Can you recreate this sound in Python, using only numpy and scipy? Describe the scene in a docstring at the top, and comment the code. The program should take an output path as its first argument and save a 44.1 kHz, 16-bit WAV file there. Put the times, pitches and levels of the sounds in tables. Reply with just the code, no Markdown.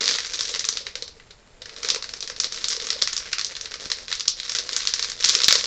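"""Hands turn and pull at a stiff plastic candy bag in a small bedroom, a metre or two from a cheap camera.
Dense snaps and crackle open the scene, thin out after one second and return just before two.
Each is a noisy jolt that excites a film crease, a flat panel and the enclosed air; puffs and low thumps join in.
Handling is strongest in the last half second. The room rings briefly after the snaps, crackle and puffs;
steady hiss and rumble lie beneath throughout, and the camera narrows the band and clips the highest peaks."""
import sys
import numpy as np
from scipy import signal
from scipy.fft import rfft, irfft, next_fast_len
from scipy.io import wavfile
from scipy.ndimage import uniform_filter1d, map_coordinates

SR = 44100
rng = np.random.default_rng(int(sys.argv[2]) if len(sys.argv) > 2 else 0)


def generate_wav(sig):
    """Save sig (samples, or channels by samples) to the path in sys.argv[1] as 16-bit PCM at SR."""
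    pcm = np.round(np.clip(np.atleast_2d(sig).T, -1, 1) * 32767).astype(np.int16)
    wavfile.write(sys.argv[1], SR, pcm)


N = 249735
SIZE, LEAD = 1024, 48  # samples in one short event, and those before a buckle starts

# Handling by the fingers: [t/s, crackle level/dB, panel level relative to the crease/dB]
HANDLING = [(0.0, -18, -10), (0.16, -21, -10.5), (0.6, -30.5, -12), (0.91, -41.5, -13), (1.1, -56.5, -5),
            (1.6, -63, 2), (1.85, -31.5, -10), (2.0, -41, -16), (2.28, -41, -11.5), (2.7, -31, -11),
            (3.05, -34, -8), (3.3, -39, -4.5), (3.95, -33.5, -10.5), (4.03, -42, -10), (4.13, -35, -12),
            (4.34, -40.5, -12), (4.57, -25, -9), (4.65, -38, -9.5), (4.81, -24, -8.5), (5.19, -37, -10.5),
            (5.24, -14, -14.5), (5.45, -28.5, -10), (5.53, -15, -11.5), (5.66, -22, -12.5)]
# Main resonance of the air inside the bag: [f/Hz, width/Hz]
BAG_AIR = (481, 288)


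def amp(db):
    """Level definition: 20 dB is a factor of ten in amplitude."""
    return 10 ** (np.asarray(db) / 20)


def unit(x):
    """Normalisation to unit root-mean-square."""
    return x / np.sqrt(np.mean(x ** 2) + 1e-20)


def peak_one(rows):
    """Normalisation of each row to unit peak."""
    return rows / np.abs(rows).max(axis=1, keepdims=True)


def along(points, hz):
    """Interpolation of (f/Hz, value) points on a logarithmic frequency axis."""
    f, value = np.transpose(points)
    return np.interp(np.log(hz + 1), np.log(f + 1), value)


def filtered(x, response):
    """Linear filtering: the spectrum is multiplied by a response of frequency."""
    size = next_fast_len(N + 8192)
    hz = np.fft.rfftfreq(size, 1 / SR)
    return irfft(rfft(x, size) * response(hz), size)[..., :N]


def resonance(hz, centre_hz, width_hz):
    """Damped oscillator: the causal response of one mode, 1 at its centre."""
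    damping = 1j * hz * width_hz
    return damping / (centre_hz ** 2 - hz ** 2 + damping)


def causal(gain):
    """Minimum phase: folding the cepstrum of a gain makes its response causal."""
    cepstrum = irfft(np.log(gain + 1e-6))
    cepstrum[1:SIZE // 2] *= 2
    cepstrum[SIZE // 2 + 1:] = 0
    return np.exp(rfft(cepstrum))


def scatter(s, sound):
    """Superposition: rows of sound add up, each starting at its time s in seconds."""
    start = np.round(s * SR).astype(int)[:, None]
    at = start + np.arange(SIZE) + SIZE  # a margin of SIZE samples ahead of time zero
    return np.bincount(at.ravel(), sound.ravel(), N + 3 * SIZE)[SIZE:SIZE + N]


def camera_floor():
    """Stationary noise: random samples coloured into the hiss and rumble of the camera and the house."""
    # Spectral shape of the noise floor: [f/Hz, relative level per Hz/dB]
    hiss_shape = [(15, -4.5), (30, 2), (60, -3), (130, -9), (300, -17.5), (1000, -19.5), (3000, -24),
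                  (5500, -30.5), (7500, -24), (8000, -46.5), (9000, -56.5)]
    noise = rng.standard_normal(N)
    coloured = filtered(noise, lambda hz: amp(along(hiss_shape, hz)))
    return amp(-54) * unit(coloured)


def bright_tail(x):
    """Diffuse decay: each treble band stores and leaks energy, heard as noise of the same broad colour."""
    # Reverberation time of the room: [f/Hz, t60/s]
    decay_times = [(1000, 0.23), (3000, 0.23), (5000, 0.26), (8000, 0.076)]
    hz, t, spectrum = signal.stft(x, SR, nperseg=128)
    power = uniform_filter1d(np.abs(spectrum) ** 2, size=2, axis=0)
    keep = amp(-60 * t[1] / along(decay_times, hz)) ** 2  # share of stored energy left after one frame
    stored = np.array([signal.lfilter([1 - k], [1, -k], p) for k, p in zip(keep, power)])
    noise = signal.stft(rng.standard_normal(N), SR, nperseg=128)[2]
    noise /= np.sqrt(np.mean(np.abs(noise) ** 2))
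    return signal.istft(noise * np.sqrt(np.abs(stored)), SR, nperseg=128)[1][:N]


def low_tail(x, t60, step=8192):
    """Reverberation by convolution: low notes ring on through decaying noise, redrawn every step samples."""
    out = np.zeros(N + SR)
    t = np.arange(SR // 4) / SR
    for start in range(0, N, step):
        tail = rng.standard_normal(len(t)) * amp(-60 * t / t60)
        wet = signal.fftconvolve(x[start:start + step], tail / np.linalg.norm(tail))
        out[start:][:len(wet)] += wet
    return out[:N]


def room(x, bright_db, low_db):
    """Room response: direct sound and early reflections, then a diffuse tail in two bands."""
    # Reflections from the floor and near wall: [delay/s, level/dB]
    reflections = [(.0045, -15), (.009, -25.5)]
    out = np.pad(x, (0, SR))
    for delay, db in reflections:
        out[round(delay * SR):][:N] += amp(db) * x
    late = np.pad(x, (round(0.00461 * SR), 0))[:N]  # the tail starts 4.61 ms after the direct sound

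    def low(hz):
        return 1 / (1 + (hz / 900) ** 12)  # the bands cross at 900 Hz

    bright = filtered(bright_tail(late), lambda hz: 1 - low(hz))
    deep = filtered(low_tail(late, t60=0.17), low)
    return out[:N] + amp(bright_db) * bright + amp(low_db) * deep


def thumps():
    """Low thumps as pressure pulses: one soft low push each, without a ring."""
    # Low thumps: [t/s, level/dB]
    low_pushes = [(0.415, -39), (3.862, -29), (5.256, -39), (5.293, -42.5), (5.35, -33), (5.483, -22.5)]
    s, db = np.transpose(low_pushes)
    centre = 200  # samples from the row start to the middle of the push
    u = (np.arange(SIZE) - centre) / SR / 0.00041  # time in widths of 0.41 ms
    push = -(1 - 0.23 * u) * np.exp(-u ** 2 / 2)
    return scatter(s - centre / SR, amp(db)[:, None] * push)


def air_share(s):
    """Source balance: how far the worked air stands above the finger crackle at time s, in dB."""
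    # How hard the air in the bag is worked: [t/s, level/dB]
    air_work = [(0.0, -35), (0.19, -46), (1.06, -54.5), (1.12, -59.5), (1.5, -61), (1.97, -43),
                (2.0, -52.5), (3.01, -48), (3.03, -45), (3.09, -57), (3.92, -47), (4.3, -62.5), (4.54, -48),
                (5.11, -54), (5.55, -41.5), (5.66, -42)]
    when, crackle_db, _ = np.transpose(HANDLING)
    return np.interp(s, *np.transpose(air_work)) - np.interp(s, when, crackle_db)


def puffs():
    """Cavity oscillation: a squeeze swings the enclosed air for a few cycles, swelling and fading softly."""
    # Squeezes of the bag: [t/s, envelope peak level/dB]
    squeezes = [(0.52, -35), (0.562, -34.5), (0.877, -38), (0.958, -36), (1.027, -38), (1.849, -32),
                (1.964, -29.5), (2.303, -36), (2.777, -34.5), (2.828, -37), (2.964, -33.5), (3.026, -31.5),
                (5.365, -30), (5.392, -35), (5.528, -23.5), (5.557, -26.5), (5.642, -33)]
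    s, db = np.transpose(squeezes)
    t = (np.arange(SIZE) - SIZE // 2) / SR
    draw = rng.standard_normal((len(s), 2))
    air_hz = BAG_AIR[0] * np.exp(0.095 * draw[:, :1])
    phase = draw[:, 1:]
    swing = np.exp(-(t / 0.0041) ** 2) * np.sin(2 * np.pi * air_hz * t + phase)
    return scatter(s + t[0], amp(db)[:, None] * swing)


def buckles(s, db, crease_hz, panel_db, burst_ms, air_db, sharp):
    """Buckling: a short noisy jolt excites the modes of a crease (Q = sharp), a flat panel and the air."""
    # Film heard through the microphone: [f/Hz, relative level per Hz/dB]
    film_colour = [(400, -21.5), (850, -37), (1150, -6), (1600, -22.5), (2100, -14.5), (2700, -9),
                   (3700, 0), (4500, -1), (5600, -0.5), (6700, -4.5), (7500, -8), (7950, -31.5),
                   (8800, -22.5), (10000, -69)]
    hz = np.fft.rfftfreq(SIZE, 1 / SR)
    t = np.maximum(np.arange(SIZE) - LEAD, 0) / SR
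    draw = rng.standard_normal((len(s), SIZE + 1))

    envelope = amp(-60 * 1000 * t / burst_ms[:, None]) * (1 - np.exp(-t / 0.0002))  # 0.2 ms rise
    jolt = rfft(draw[:, 1:] * envelope)
    jolt /= np.sqrt(np.abs(uniform_filter1d(np.abs(jolt) ** 2, size=25, axis=1)))  # favours no band

    crease_mode = resonance(hz, crease_hz[:, None], crease_hz[:, None] / sharp)
    crease = causal(amp(along(film_colour, hz))) * (0.5 + crease_mode)
    panel_hz = 1850 * np.exp(0.072 * draw[:, :1])  # panels differ in size
    panel = resonance(hz, panel_hz, 1.254 * panel_hz) ** 3
    shake = np.roll(jolt, 1, axis=0)  # another buckle's jolt keeps the panel out of step with the crease
    bag_flap = amp(-2.5) * resonance(hz, 410, 370)  # the whole bag also flaps a little
    air = resonance(hz, *BAG_AIR) ** 3 + bag_flap

    sound = peak_one(irfft(jolt * crease))
    sound = sound + amp(panel_db)[:, None] * peak_one(irfft(shake * panel))
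    sound = sound + amp(air_db)[:, None] * peak_one(irfft(jolt * air))
    return scatter(s - LEAD / SR, amp(db)[:, None] * sound)


def crackle(count=3000):
    """Random superposition: many small creases buckle in clumps under the fingers, most of them weak."""
    when, level_db, panel_db = np.transpose(HANDLING)
    s = rng.uniform(0, N / SR, count)
    hand_db = np.interp(s, when, level_db)
    clump = map_coordinates(rng.standard_normal(400), [s * 45])  # smooth random curve, 45 points a second
    size_db = 4 * rng.exponential(size=count) + 3.35 * clump
    size_db = np.minimum(size_db, 14) - 4  # at most 10 dB above the handling level
    crease_hz = 4800 * np.exp(0.24 * rng.standard_normal(count))
    burst_ms = 2.89 * np.exp(0.56 * rng.standard_normal(count))  # t60
    return buckles(s, hand_db + size_db, crease_hz, np.interp(s, when, panel_db), burst_ms,
                   air_share(s), sharp=7.9)


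def snaps():
    """Snap-through instability: large creases give way; the louder, the more sudden."""
    # The clearest snaps: [t/s, crease peak level/dB, crease f/Hz, panel level relative to the crease/dB]
    large_creases = [(0.0302, -13, 4780, -8), (0.0572, -7, 4690, -23), (0.0784, -5, 4320, -13),
                     (0.0891, -8.5, 4830, -4.5), (0.1106, -12, 4650, -19), (0.1403, -10.5, 3430, -14),
                     (0.185, -13.5, 5170, -2), (0.2473, -18, 4400, -5.5), (0.3355, -13.5, 5590, -12),
                     (0.3434, -14.5, 4510, -18), (0.397, -20.5, 4930, -28), (0.408, -7.5, 5400, -14),
                     (0.4324, -18.5, 5190, -15), (0.4549, -17.5, 4070, -13), (0.5403, -14, 4090, -8),
                     (0.5484, -13, 5240, -8), (0.5592, -16, 5790, -5), (0.5936, -10, 5580, -20),
                     (0.6069, -21, 5910, -4.5), (0.6425, -14.5, 4050, -8.5), (0.6511, -10.5, 6320, -17),
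                     (0.6881, -3.5, 5900, -17), (0.7262, -15, 4440, -27), (0.7713, -11.5, 4280, -10),
                     (0.867, -15, 3950, -4), (0.9541, -13, 4300, -6.5), (1.0232, -14.5, 4140, -15),
                     (1.0783, -25, 4360, -10), (1.1987, -43.5, 3990, 8.5), (1.307, -33, 3830, -11),
                     (1.6185, -26, 4030, -8.5), (1.6568, -25.5, 5200, -3.5), (1.6933, -29.5, 4200, -1),
                     (1.763, -24.5, 3960, -12.5), (1.8309, -17.5, 5500, -6), (1.8473, -13, 3840, -7.5),
                     (1.861, -23, 4510, -13), (1.8874, -7.5, 5600, -14), (1.9017, -4, 4300, -21),
                     (1.9461, -11.5, 6000, -11), (1.96, -14, 4460, -6), (2.0242, -16.5, 4050, -9.5),
                     (2.0418, -21, 4800, -3), (2.0911, -21.5, 4270, -8), (2.1369, -15.5, 5400, -8),
                     (2.2056, -16.5, 5430, -23), (2.2254, -16, 4040, -13), (2.2752, -17.5, 5380, -9),
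                     (2.2987, -20.5, 5360, -3.5), (2.3628, -22, 4400, -11), (2.4005, -3.5, 5730, -20),
                     (2.4354, -15.5, 5230, -7), (2.443, -10, 4340, -11.5), (2.5228, -16.5, 5450, -11.5),
                     (2.5438, -21, 5900, -9), (2.5604, -21, 4760, -13), (2.575, -24, 3730, -4),
                     (2.6423, -9.5, 4130, -15), (2.684, -7.5, 6900, -21), (2.7022, -11.5, 5300, -15.5),
                     (2.7067, -14, 5920, -17), (2.7147, -13, 5500, -13), (2.7204, -15, 5460, -14),
                     (2.7274, -13, 5410, -12), (2.7321, -14, 4940, -21), (2.7655, -12.5, 4910, -15),
                     (2.7998, -17.5, 4030, -10), (2.822, -20, 5860, -8), (2.8435, -23, 4290, -13),
                     (2.8688, -14.5, 6400, -15), (2.8875, -20, 3720, -10), (2.9034, -7, 4700, -12),
                     (2.928, -16, 4500, -10), (2.9918, -24, 3780, -20), (3.0169, -10, 4500, -13),
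                     (3.0218, -0.5, 4370, -19.5), (3.0745, -7, 5100, -7.5), (3.1304, -12.5, 6480, -13),
                     (3.1657, -10, 5460, -23), (3.1766, -12, 5640, -17), (3.3292, -12, 5490, -20),
                     (3.3314, -9, 4100, -5), (3.3833, -11.5, 5370, -7.5), (3.3938, -13.5, 4560, -7),
                     (3.4123, -13, 4370, -13), (3.4463, -10.5, 5630, -36), (3.4654, -18.5, 5690, -29),
                     (3.5523, -18.5, 3830, -15), (3.5658, -18.5, 4340, -10), (3.6107, -16, 5940, -14),
                     (3.657, -16, 3700, -12), (3.7168, -25, 3780, -1.5), (3.7399, -17.5, 4570, -5.5),
                     (3.8551, -18.5, 4470, -7), (3.901, -18, 5070, -5.5), (3.9168, -6, 4360, -13.5),
                     (3.9851, -24, 5100, -4), (4.0814, -19, 3850, -5), (4.094, -26.5, 4320, -9),
                     (4.1046, -23, 4310, -11), (4.1154, -14, 4280, -6), (4.1263, -9, 4050, -7),
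                     (4.152, -19, 6530, -26), (4.1964, -15, 5870, -21), (4.2067, -11.5, 4400, -14),
                     (4.2547, -25, 4360, -7), (4.2767, -17, 5600, -31), (4.2804, -0.5, 5370, -35),
                     (4.3999, -14, 3570, -11.5), (4.4314, -20.5, 3930, -7.5), (4.4949, -13, 5200, -11.5),
                     (4.5193, -14, 6000, -15), (4.5496, -7, 5540, -13), (4.5598, -14.5, 5340, -14),
                     (4.586, -9, 4650, -22), (4.6914, -11, 4600, -9.5), (4.7313, -13.5, 4730, -29),
                     (4.7641, -6.5, 6800, -14.5), (4.804, -17, 4300, -7), (4.8724, -2.5, 4450, -20),
                     (4.938, -2.5, 5530, -18), (4.994, -9.5, 5300, -12.5), (5.0263, -6.5, 4600, -20.5),
                     (5.0447, -12, 4470, -8.5), (5.0991, -17.5, 7000, -9), (5.1173, -15.5, 4650, -11.5),
                     (5.1916, -23, 3690, -12), (5.2066, -15.5, 5800, -9), (5.242, -4, 4180, -11.5),
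                     (5.289, -5, 6950, -15), (5.2941, 0.5, 4100, -29), (5.3403, -18, 4820, -6),
                     (5.3507, -2.5, 5240, -10), (5.389, -11.5, 4250, -13), (5.4028, -8, 4580, -9),
                     (5.417, -6.5, 4000, -12.5), (5.4349, -6, 3810, -20.5), (5.4432, -2, 5400, -23),
                     (5.4827, 5.5, 4050, -15), (5.486, 1, 3830, -13), (5.5082, -1.5, 4000, -6),
                     (5.5254, 0.5, 5100, -11), (5.554, -4.5, 4200, -15), (5.6411, -11.5, 5330, -8)]
    s, db, crease_hz, panel_db = np.transpose(large_creases)
    full_scale_ms, shorter_per_db = 6.9, 0.38  # typical t60 at 0 dB; dB shorter per dB louder
    spread = np.exp(0.14 * rng.standard_normal(len(s)))
    burst_ms = full_scale_ms * amp(-shorter_per_db * db) * spread
    air_db = -18 + air_share(s)  # a snap stirs the air less than the crackle does, for its size
    return buckles(s, db, crease_hz, panel_db, burst_ms, air_db, sharp=3.3)


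def scene():
    """Superposition of the bag in its room, the dry thumps and the steady noise floor."""
    bag = snaps() + crackle() + puffs()
    return (room(bag, bright_db=-5.0, low_db=-9.0) + thumps() + camera_floor())[None]


def record(dry):
    """Band limiting and saturation: the camera keeps a narrow band, then clips peaks at full scale."""
    narrow = filtered(dry, lambda hz: 1 / (1 + (hz / 8850) ** 60))
    clipped = np.clip(narrow, -1, 1)
    return filtered(clipped, lambda hz: 1 / (1 + (hz / 16000) ** 40))  # trims the clipping products


dry = scene()
out = record(dry)
generate_wav(out)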